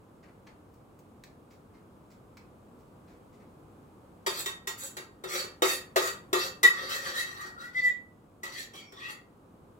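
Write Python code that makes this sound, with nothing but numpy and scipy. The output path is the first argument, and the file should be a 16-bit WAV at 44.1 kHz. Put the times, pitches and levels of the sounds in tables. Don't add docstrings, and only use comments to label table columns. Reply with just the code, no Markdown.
import sys
import numpy as np
from scipy import signal
from scipy.fft import rfft, irfft, next_fast_len
from scipy.io import wavfile
from scipy.ndimage import uniform_filter1d, map_coordinates

SR = 44100
rng = np.random.default_rng(int(sys.argv[2]) if len(sys.argv) > 2 else 0)


def wav_record(signal):
    frames = np.transpose(np.atleast_2d(signal))
    bounded = np.clip(frames, -1, 1)
    quanta = np.round(bounded * 32767).astype(np.int16)
    wavfile.write(sys.argv[1], SR, quanta)


N = 431738
TIME = np.arange(N) / SR
AFTER = np.arange(SR // 2) / SR

# (frequency [Hz], level [dB], t60 [s])
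BOTTOM_MODES = [(367.4, 4.5, 0.22), (339.6, -3.5, 0.2), (390, 3.5, 0.15), (418.2, -14.5, 0.13),
                (484.7, -1, 0.04), (511.4, -4.5, 0.21), (577, -3.5, 0.2), (636, -5.5, 0.088)]
WALL_MODES = [(893, 5, 0.092), (1050, -1.5, 0.14), (1172, 9, 0.061), (1213, 3, 0.17), (1318, 3.5, .15),
              (1287, -5.5, .18), (1514, -7.5, 0.067), (1480, -12.5, .2)]
RIM_MODES = [(1940, -9.5, 0.26), (1887, 10, .35), (1914, 11.5, 0.16)]
BRIGHT_MODES = [(2319, -8, 0.087), (2616, 1.5, 0.16), (2753, 1, 0.068), (2940, -6, 0.075),
                (3174, -4.5, 0.14), (3477, -3.5, 0.077), (3650, 3.5, 0.15), (3840, 3, .1),
                (3976, -5.5, 0.049), (4220, -4, 0.11), (4330, -13, .13), (4555, -1.5, 0.3),
                (4720, -12.5, 0.17), (5650, -13, .1), (5690, -0.5, 0.057)]
SHIMMER_MODES = [(6830, -1, .09), (6370, 4.5, 0.076), (6980, -2, 0.086), (7140, 2, 0.13), (7700, 0.5, .1),
                 (8100, -7, 0.13), (9520, 0.5, 0.044), (10200, 3, .1), (10600, -38.5, 0.13),
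                 (11600, -14, .1)]

# (frequency [Hz], spectrum level [dB])
PUSH_COLOUR = [(200, -49.5), (300, -18.5), (370, 4.5), (620, -5), (800, -4), (1100, -36.5)]
RASP_COLOUR = [(250, -32), (350, -12), (480, -34), (780, -12), (1200, 4.5), (1600, -4), (1900, -3),
               (2300, -7.5), (3000, -31)]
GRIND_COLOUR = [(1400, -30.5), (2200, -0.5), (3100, 1), (3700, 4), (4300, 0), (5100, -3.5), (5800, 2.5),
                (6500, -15), (8000, -49.5)]
FIZZ_COLOUR = [(4800, -53.5), (6300, -2.5), (7200, 5.5), (8100, -4), (8800, -9), (10000, -5.5),
               (13000, -5.5), (16000, -5.5)]


def amp(db):
    return 10 ** (np.asarray(db) / 20)


def unit(x):
    return x / np.sqrt(np.mean(x ** 2) + 1e-20)


def along(points, hz):
    f, v = np.transpose(points)
    return np.interp(np.log(hz + 1), np.log(f + 1), v)


def curves(rows):
    s, *cols = np.transpose(rows)
    return [np.interp(TIME, s, c) for c in cols]


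def wobble(rate):
    knots = rng.standard_normal(int(N * rate / SR) + 4)
    return map_coordinates(knots, [TIME * rate])


def filtered(x, response):
    n = x.shape[-1]
    m = next_fast_len(n + 8192, True)
    return irfft(rfft(x, m) * response(np.fft.rfftfreq(m, 1 / SR)), m)[..., :n]


def coloured(x, spectrum):
    return unit(filtered(x, lambda hz: amp(along(spectrum, hz))))


def add(track, s, sound):
    part = track[:, round(s * SR):][:, :sound.shape[1]]
    part += sound[:, :part.shape[1]]


def at_level(x, db, size=1300):
    return amp(db) * x / np.sqrt(np.mean(x[:, :size] ** 2))


def grains(size, rate, spread_db):
    hits = rng.random(size) < rate / SR
    strength = rng.standard_normal(size) * amp(spread_db * rng.standard_normal(size))
    return unit(hits * strength)


def kitchen(x, wet_db, count=16):
    # (frequency [Hz], t60 [s])
    tail_t60 = [(200, 0.3), (600, 0.41), (1500, 0.37), (4000, 0.28), (9000, 0.24), (16000, 0.21)]
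    hz, t, z = signal.stft(rng.standard_normal((2, len(AFTER))), SR, nperseg=256)
    turn = np.arccos(np.sinc(hz / 1100))[:, None] / 2
    z = np.cos(turn) * z[0] + np.sin(turn) * np.array([z[1], -z[1]])
    decay = amp(-60 * t / along(tail_t60, hz)[:, None])
    tail = signal.istft(z * decay, SR, nperseg=256)[1]
    tail = tail * (1 - np.exp(-np.arange(tail.shape[1]) / SR / 0.00025))
    paths = amp(wet_db) * tail / np.linalg.norm(tail[0])
    paths[0, 0] += 1
    paths[1, count] += 1
    return signal.fftconvolve(x[None], paths / np.linalg.norm(paths[0]), axes=1)[:, :len(x)]


def room_tone():
    # (frequency [Hz], spectrum level [dB])
    rush_colour = [(12, -48.5), (20, -24), (38, -9), (93, -2), (204, -1.5), (319, -3), (357, -5.5),
                   (499, -6.5), (624, -11), (1190, -13.5), (1910, -29), (2320, -29), (5530, -38.5),
                   (7730, -35.5), (16000, -42.5)]
    # (time [s], level [dB])
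    rush_level = [(0, -56.5), (2.5, -55.5), (3.8, -54.5), (5.2, -56), (6.5, -54), (8.3, -58), (9.3, -58),
                  (9.7, -56.5)]
    # (frequency [Hz], left-right likeness [0 to 1])
    likeness = [(60, 0.89), (150, 0.97), (380, 0.76), (950, 0.059), (2380, 0.02), (5980, 0.14),
                (15000, 0.94)]

    def mid_and_side(hz):
        turn = np.arccos(np.clip(along(likeness, hz), -1, 1)) / 2
        return amp(along(rush_colour, hz)) * [np.cos(turn), np.sin(turn)]

    mid, side = filtered(rng.standard_normal((2, N)), mid_and_side)
    level_db = curves(rush_level)[0] + 0.16 * wobble(2.56)
    rush = unit(np.array([mid + side, mid - side])) * amp(level_db)
    hum_hz = 100.5
    phase = 2 * np.pi * hum_hz * TIME + 0.43 * wobble(3.2)
    hum = amp(-69.5 + 0.96 * wobble(3.9)) * np.sin(phase)
    return rush + hum


def pats():
    # (time [s], level before a common 5.5 dB cut [dB], t60 [s], treble tilt [dB per octave])
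    pat_list = [(.225, -55.5, 0.19, -6.5), (.284, -58, 0.071, -8.5), (.466, -51, 0.092, -5.5),
                (.735, -65, 0.08, 6), (.989, -60.5, 0.06, 5), (1.237, -49.5, 0.031, -0.5),
                (1.503, -60.5, 0.18, -0.5), (1.735, -60.5, 0.2, -6.5), (2.1, -60.5, 0.18, 0.5),
                (2.37, -51, 0.053, -3.5), (2.785, -68, .15, 3.5), (3.07, -62.5, 0.28, -4),
                (3.323, -66, 0.19, -1.5), (3.397, -61.5, 0.13, -6.5)]
    # (frequency [Hz], spectrum level [dB])
    leaf_colour = [(500, -12), (1400, -4.5), (2200, 2.5), (3000, -7), (4300, -3), (8000, -6), (10000, -19),
                   (16000, -9)]
    out = np.zeros((2, N))
    for s, db, t60, tilt_db in pat_list:
        rise = 0.26 * t60 ** 2
        colour = [(hz, level + tilt_db * np.log2(hz)) for hz, level in leaf_colour]
        crackle = coloured(grains(len(AFTER), rate=7000, spread_db=3.0), colour)
        swell = (1 - np.exp(-AFTER / rise)) * amp(-60 * AFTER / t60)
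        heard = kitchen(crackle * swell, wet_db=1, count=0)
        add(out, s, at_level(heard, db - 5.5))
    return out


def ring(modes, damping=1.0, scatter_db=2.0, detune=0.0045):
    hz, db, t60 = np.transpose(modes)[:, :, None]
    level = db + scatter_db * rng.standard_normal(hz.shape) - 60 * AFTER * damping / t60
    hz = hz * (1 + detune * rng.standard_normal(hz.shape))
    sign = rng.choice([-1, 1], hz.shape)
    x = np.sum(sign * amp(level) * np.sin(2 * np.pi * hz * AFTER), axis=0)
    return x / np.linalg.norm(x)


def strike(modes, colour, crack_db, crack_t60, wet_db):
    crack = coloured(rng.standard_normal(len(AFTER)), colour) * amp(-60 * AFTER / crack_t60)
    x = ring(modes) + amp(crack_db) * crack / np.linalg.norm(crack)
    return kitchen(x * (1 - np.exp(-AFTER / 0.0024)), wet_db)


def blows():
    # (time [s], strength [dB], depth [0 rim to 1 bottom],
    # singing mode [Hz], its level re strength [dB])
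    blow_list = [(4.263, -34, .6, 4715, -5), (4.458, -39, .15, 3667, 3.5), (4.671, -38.5, .05, 4300, -17),
                 (4.967, -45.5, .4, 4450, -18), (5.237, -48, 1, 3720, -2), (5.44, -54.5, .95, 3680, -13),
                 (5.62, -31, .95, 3735, 0), (5.959, -30.5, .95, 4590, -12), (6.329, -32, .85, 3920, -9.5),
                 (6.630, -28, .1, 3720, -2.5), (8.432, -47.5, .25, 1956, 7.5), (8.736, -59.5, .8, 5550, -3),
                 (8.92, -61, .9, 5400, -5)]
    # thud, wall, rim, clink and tick re strength [dB], struck at the rim and on the bottom
    at_rim_db = np.array([-9, -3.5, -0.5, -0.5, 2])
    on_bottom_db = np.array([7.5, 3.5, -4, -0.5, -2])
    chime_t60 = 0.19
    out = np.zeros((2, N))
    for s, db, depth, chime_hz, chime_db in blow_list:
        thud_db, wall_db, rim_db, clink_db, tick_db = db + (1 - depth) * at_rim_db + depth * on_bottom_db
        thud = strike(BOTTOM_MODES, PUSH_COLOUR, crack_db=-1.5, crack_t60=0.092, wet_db=-5)
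        add(out, s, at_level(thud, thud_db))
        wall = strike(WALL_MODES, RASP_COLOUR, crack_db=5.0, crack_t60=0.06, wet_db=2.0)
        add(out, s, at_level(wall, wall_db))
        rim = strike(RIM_MODES, RASP_COLOUR, crack_db=-17, crack_t60=0.03, wet_db=-8.0)
        add(out, s, at_level(rim, rim_db))
        clink = strike(BRIGHT_MODES, GRIND_COLOUR, crack_db=7.5, crack_t60=0.036, wet_db=5.5)
        add(out, s, at_level(clink, clink_db))
        tick = strike(SHIMMER_MODES, FIZZ_COLOUR, crack_db=8.5, crack_t60=0.04, wet_db=2.5)
        add(out, s, at_level(tick, tick_db))
        chime = np.sin(2 * np.pi * chime_hz * AFTER) * amp(-60 * AFTER / chime_t60)
        chime = chime * (1 - np.exp(-AFTER / 0.0019))
        add(out, s, at_level(kitchen(chime, wet_db=-3.5), db + chime_db))
    return out


def arch(length, skew=1):
    return np.abs(np.sin(np.pi * np.clip(AFTER / length, 0, 1) ** skew)) * (AFTER < length)


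def stroke_forces():
    # (start [s], length [s], pressure [dB], edge hiss re pressure [dB],
    # wall drone re pressure at mid-stroke [dB], depth [0 rim to 1 bottom])
    stroke_list = [(4.269, 0.14, -42.5, -2.5, -3, 0.77), (4.371, 0.048, -34.5, 1, -2, 1),
                   (4.77, 0.12, -44.5, 5, -4.5, 0.96), (5.27, 0.18, -35, -4, -4, 0.6),
                   (5.618, .16, -33.5, -2, -16, 0.59), (5.967, 0.15, -35.5, -3.5, -3.5, 0.54),
                   (6.341, 0.15, -36, -6, -6.5, 0.68), (6.71, 0.22, -43, -11.5, 0.5, 0.029),
                   (6.879, 0.12, -34.5, -4, -6.5, 0.3), (6.982, 0.18, -39.5, -8.5, -4.5, 0.087),
                   (7.134, .105, -36.5, -4.5, -16, 0.12), (7.213, 0.15, -50, -6.5, 0.5, 0),
                   (7.341, 0.18, -48, -8.5, 1, 0.0083), (7.571, 0.13, -51.5, -8, -3, 0),
                   (7.729, 0.1, -47.5, -10.5, -14, 0), (7.819, 0.079, -45.5, -5.5, -11, 0.11),
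                   (8.424, 0.1, -48, -10, 1, 0.26), (8.512, 0.14, -39, -8, -27, 0.58),
                   (8.727, 0.097, -50.5, -5.5, -4.5, 1), (8.949, 0.17, -51, -11.5, -6, 0.023),
                   (9.081, .048, -49.5, -1.5, -2, 0.016)]
    wall_fade_db = 3.5
    rim_hum_db, rim_muffle_db = 4, 16.5
    forces = np.zeros((4, N))
    for s, length, db, hiss_db, wall_db, depth in stroke_list:
        progress = np.clip(AFTER / length, 0, 1) - .5
        pressure = amp(db) * arch(length, skew=0.94) ** 0.97
        hiss = pressure * amp(hiss_db)
        drone = pressure * amp(wall_db - wall_fade_db * progress)
        rim = pressure * amp(rim_hum_db - rim_muffle_db * depth)
        add(forces, s, np.array([pressure, hiss, drone, rim]))
    return forces


def patchy(x, depth_db, size=4):
    z = signal.stft(x, nperseg=512)[2]
    field = uniform_filter1d(rng.standard_normal(z.shape), size, 0)
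    field = uniform_filter1d(field, 2 * size, 1)
    return signal.istft(z * amp(depth_db * unit(field)), nperseg=512)[1][:len(x)]


def rub(force, modes, colour, ring_db, damping):
    spot_s, spot_db = 0.1, 10.5
    slips = unit(patchy(grains(N, rate=2000, spread_db=3), depth_db=3))
    knots = rng.standard_normal((3, 100))
    favour = np.array([np.interp(TIME, np.arange(0, 10, spot_s), row) for row in knots])
    nearness = amp(spot_db * favour)
    spots = nearness / np.linalg.norm(nearness, axis=0)
    bodies = np.array([ring(modes, damping, scatter_db=2.5, detune=0.002) for _ in spots])
    ringing = signal.oaconvolve(force * slips * spots, bodies, axes=1).sum(axis=0)[:N]
    return force * coloured(slips, colour) + amp(ring_db) * ringing


def scrapes():
    grind, hiss, drone, rim = stroke_forces() * amp(1.5 * wobble(70))
    x = amp(-4.5) * rub(grind, BRIGHT_MODES, GRIND_COLOUR, ring_db=1.5, damping=2.0)
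    x += amp(2.5) * rub(hiss, SHIMMER_MODES, FIZZ_COLOUR, ring_db=-8.5, damping=1.3)
    x += amp(-2.5) * rub(drone, WALL_MODES, RASP_COLOUR, ring_db=-8, damping=1.67)
    x += amp(-11.5) * rub(rim, RIM_MODES, RASP_COLOUR, ring_db=13, damping=6)
    x += amp(-16) * rub(drone + grind / 2, BOTTOM_MODES, PUSH_COLOUR, ring_db=3, damping=1.1)
    return kitchen(x, wet_db=1.5)


def rasps():
    # (start [s], length [s], start pitch [Hz], end pitch [Hz], level [dB])
    rasp_list = [(5.303, 0.1, 2200, 2384, -42), (7.137, 0.079, 1403, 1430, -45),
                 (7.38, 0.053, 1168, 1255, -46.5), (7.56, 0.107, 1350, 1475, -45.5),
                 (8.535, 0.109, 1800, 1820, -50), (8.731, 0.153, 2310, 2280, -54),
                 (8.731, 0.099, 3265, 3210, -51.5), (8.736, .3, 5900, 5200, -68),
                 (8.928, 0.19, 3500, 3320, -54), (8.959, .17, 1110, 1305, -55),
                 (8.991, .15, 1845, 2067, -47), (9, 0.11, 2420, 2806, -46)]
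    x = np.zeros((1, N))
    for s, length, start_hz, end_hz, db in rasp_list:
        width_hz = 0.12 * start_hz
        u = np.clip(AFTER / length, 0, 1)
        noise = rng.standard_normal(len(u))
        flutter = unit(filtered(noise, lambda hz: 1 / (1 + (3.2 * hz / width_hz) ** 2)))
        pitch_hz = start_hz + (end_hz - start_hz) * u
        carrier = np.sqrt(2) * np.sin(2 * np.pi * np.cumsum(pitch_hz) / SR)
        swell = np.sqrt(4 * u * (1 - u))
        add(x, s, (amp(db) * swell * flutter * carrier)[None])
    return kitchen(x[0], wet_db=1.5)


def squeals():
    # (crest [s], length [s], pitch [Hz], level [dB])
    squeal_list = [(6.637, 0.015, 1978, -20), (6.657, 0.033, 1927, -13), (6.686, 0.013, 1948, -16.5),
                   (6.707, .026, 1914, -29), (7.208, 0.041, 1940, -32.5), (7.67, 0.1, 1936, -47),
                   (7.779, 0.067, 2030, -28), (7.799, 0.022, 1992, -24), (7.852, 0.073, 1989, -21),
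                   (7.877, 0.03, 1955, -24.5), (7.904, 0.022, 1963, -24)]
    ring_on_db, ring_on_t60 = -19, 0.42
    power = np.zeros((1, N))
    for s, length, _, db in squeal_list:
        ring_on = amp(ring_on_db - 60 * AFTER / ring_on_t60) * np.clip(AFTER / length, 0, 1)
        burst = amp(db) * np.maximum(arch(length), ring_on)
        add(power, s - length / 2, burst[None] ** 2)
    level = np.sqrt(power[0])
    hz, = curves([(s, hz) for s, _, hz, _ in squeal_list])
    phase = 2 * np.pi * np.cumsum(hz * (1 + 0.0022 * wobble(120))) / SR
    overtone = amp(-34.5) * np.sqrt(level) * np.sin(2 * phase)
    x = level * (np.sin(phase) + overtone)
    return kitchen(np.sqrt(2) * x * amp(1.5 * wobble(70)), wet_db=-10, count=17)


def scene():
    # (frequency [Hz], left minus right [dB])
    balance = [(60, 1.5), (110, -8.5), (200, -0.5), (380, 3.5), (700, 0), (1290, 2), (2380, 0.5),
               (4400, -3), (8120, -3), (15000, 0)]
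    pot_low_hz = 190
    pot = blows() + scrapes() + squeals() + rasps()
    pot = filtered(pot, lambda hz: hz ** 4 / (hz ** 4 + pot_low_hz ** 4))
    pot = filtered(pot, lambda hz: amp(np.outer([.5, -.5], along(balance, hz))))
    return pot + pats() + room_tone()


def record(dry):
    top_hz = 16000
    side_gain = [(5500, 0), (8000, -6), (16000, -7)]  # (frequency [Hz], gain [dB])
    mid = (dry[0] + dry[1]) / 2
    side = filtered((dry[0] - dry[1]) / 2, lambda hz: amp(along(side_gain, hz)))
    stereo = amp(0.5) * np.array([mid + side, mid - side])
    return filtered(stereo, lambda hz: 1 / (1 + (hz / top_hz) ** 160))


dry = scene()
out = record(dry)
wav_record(out)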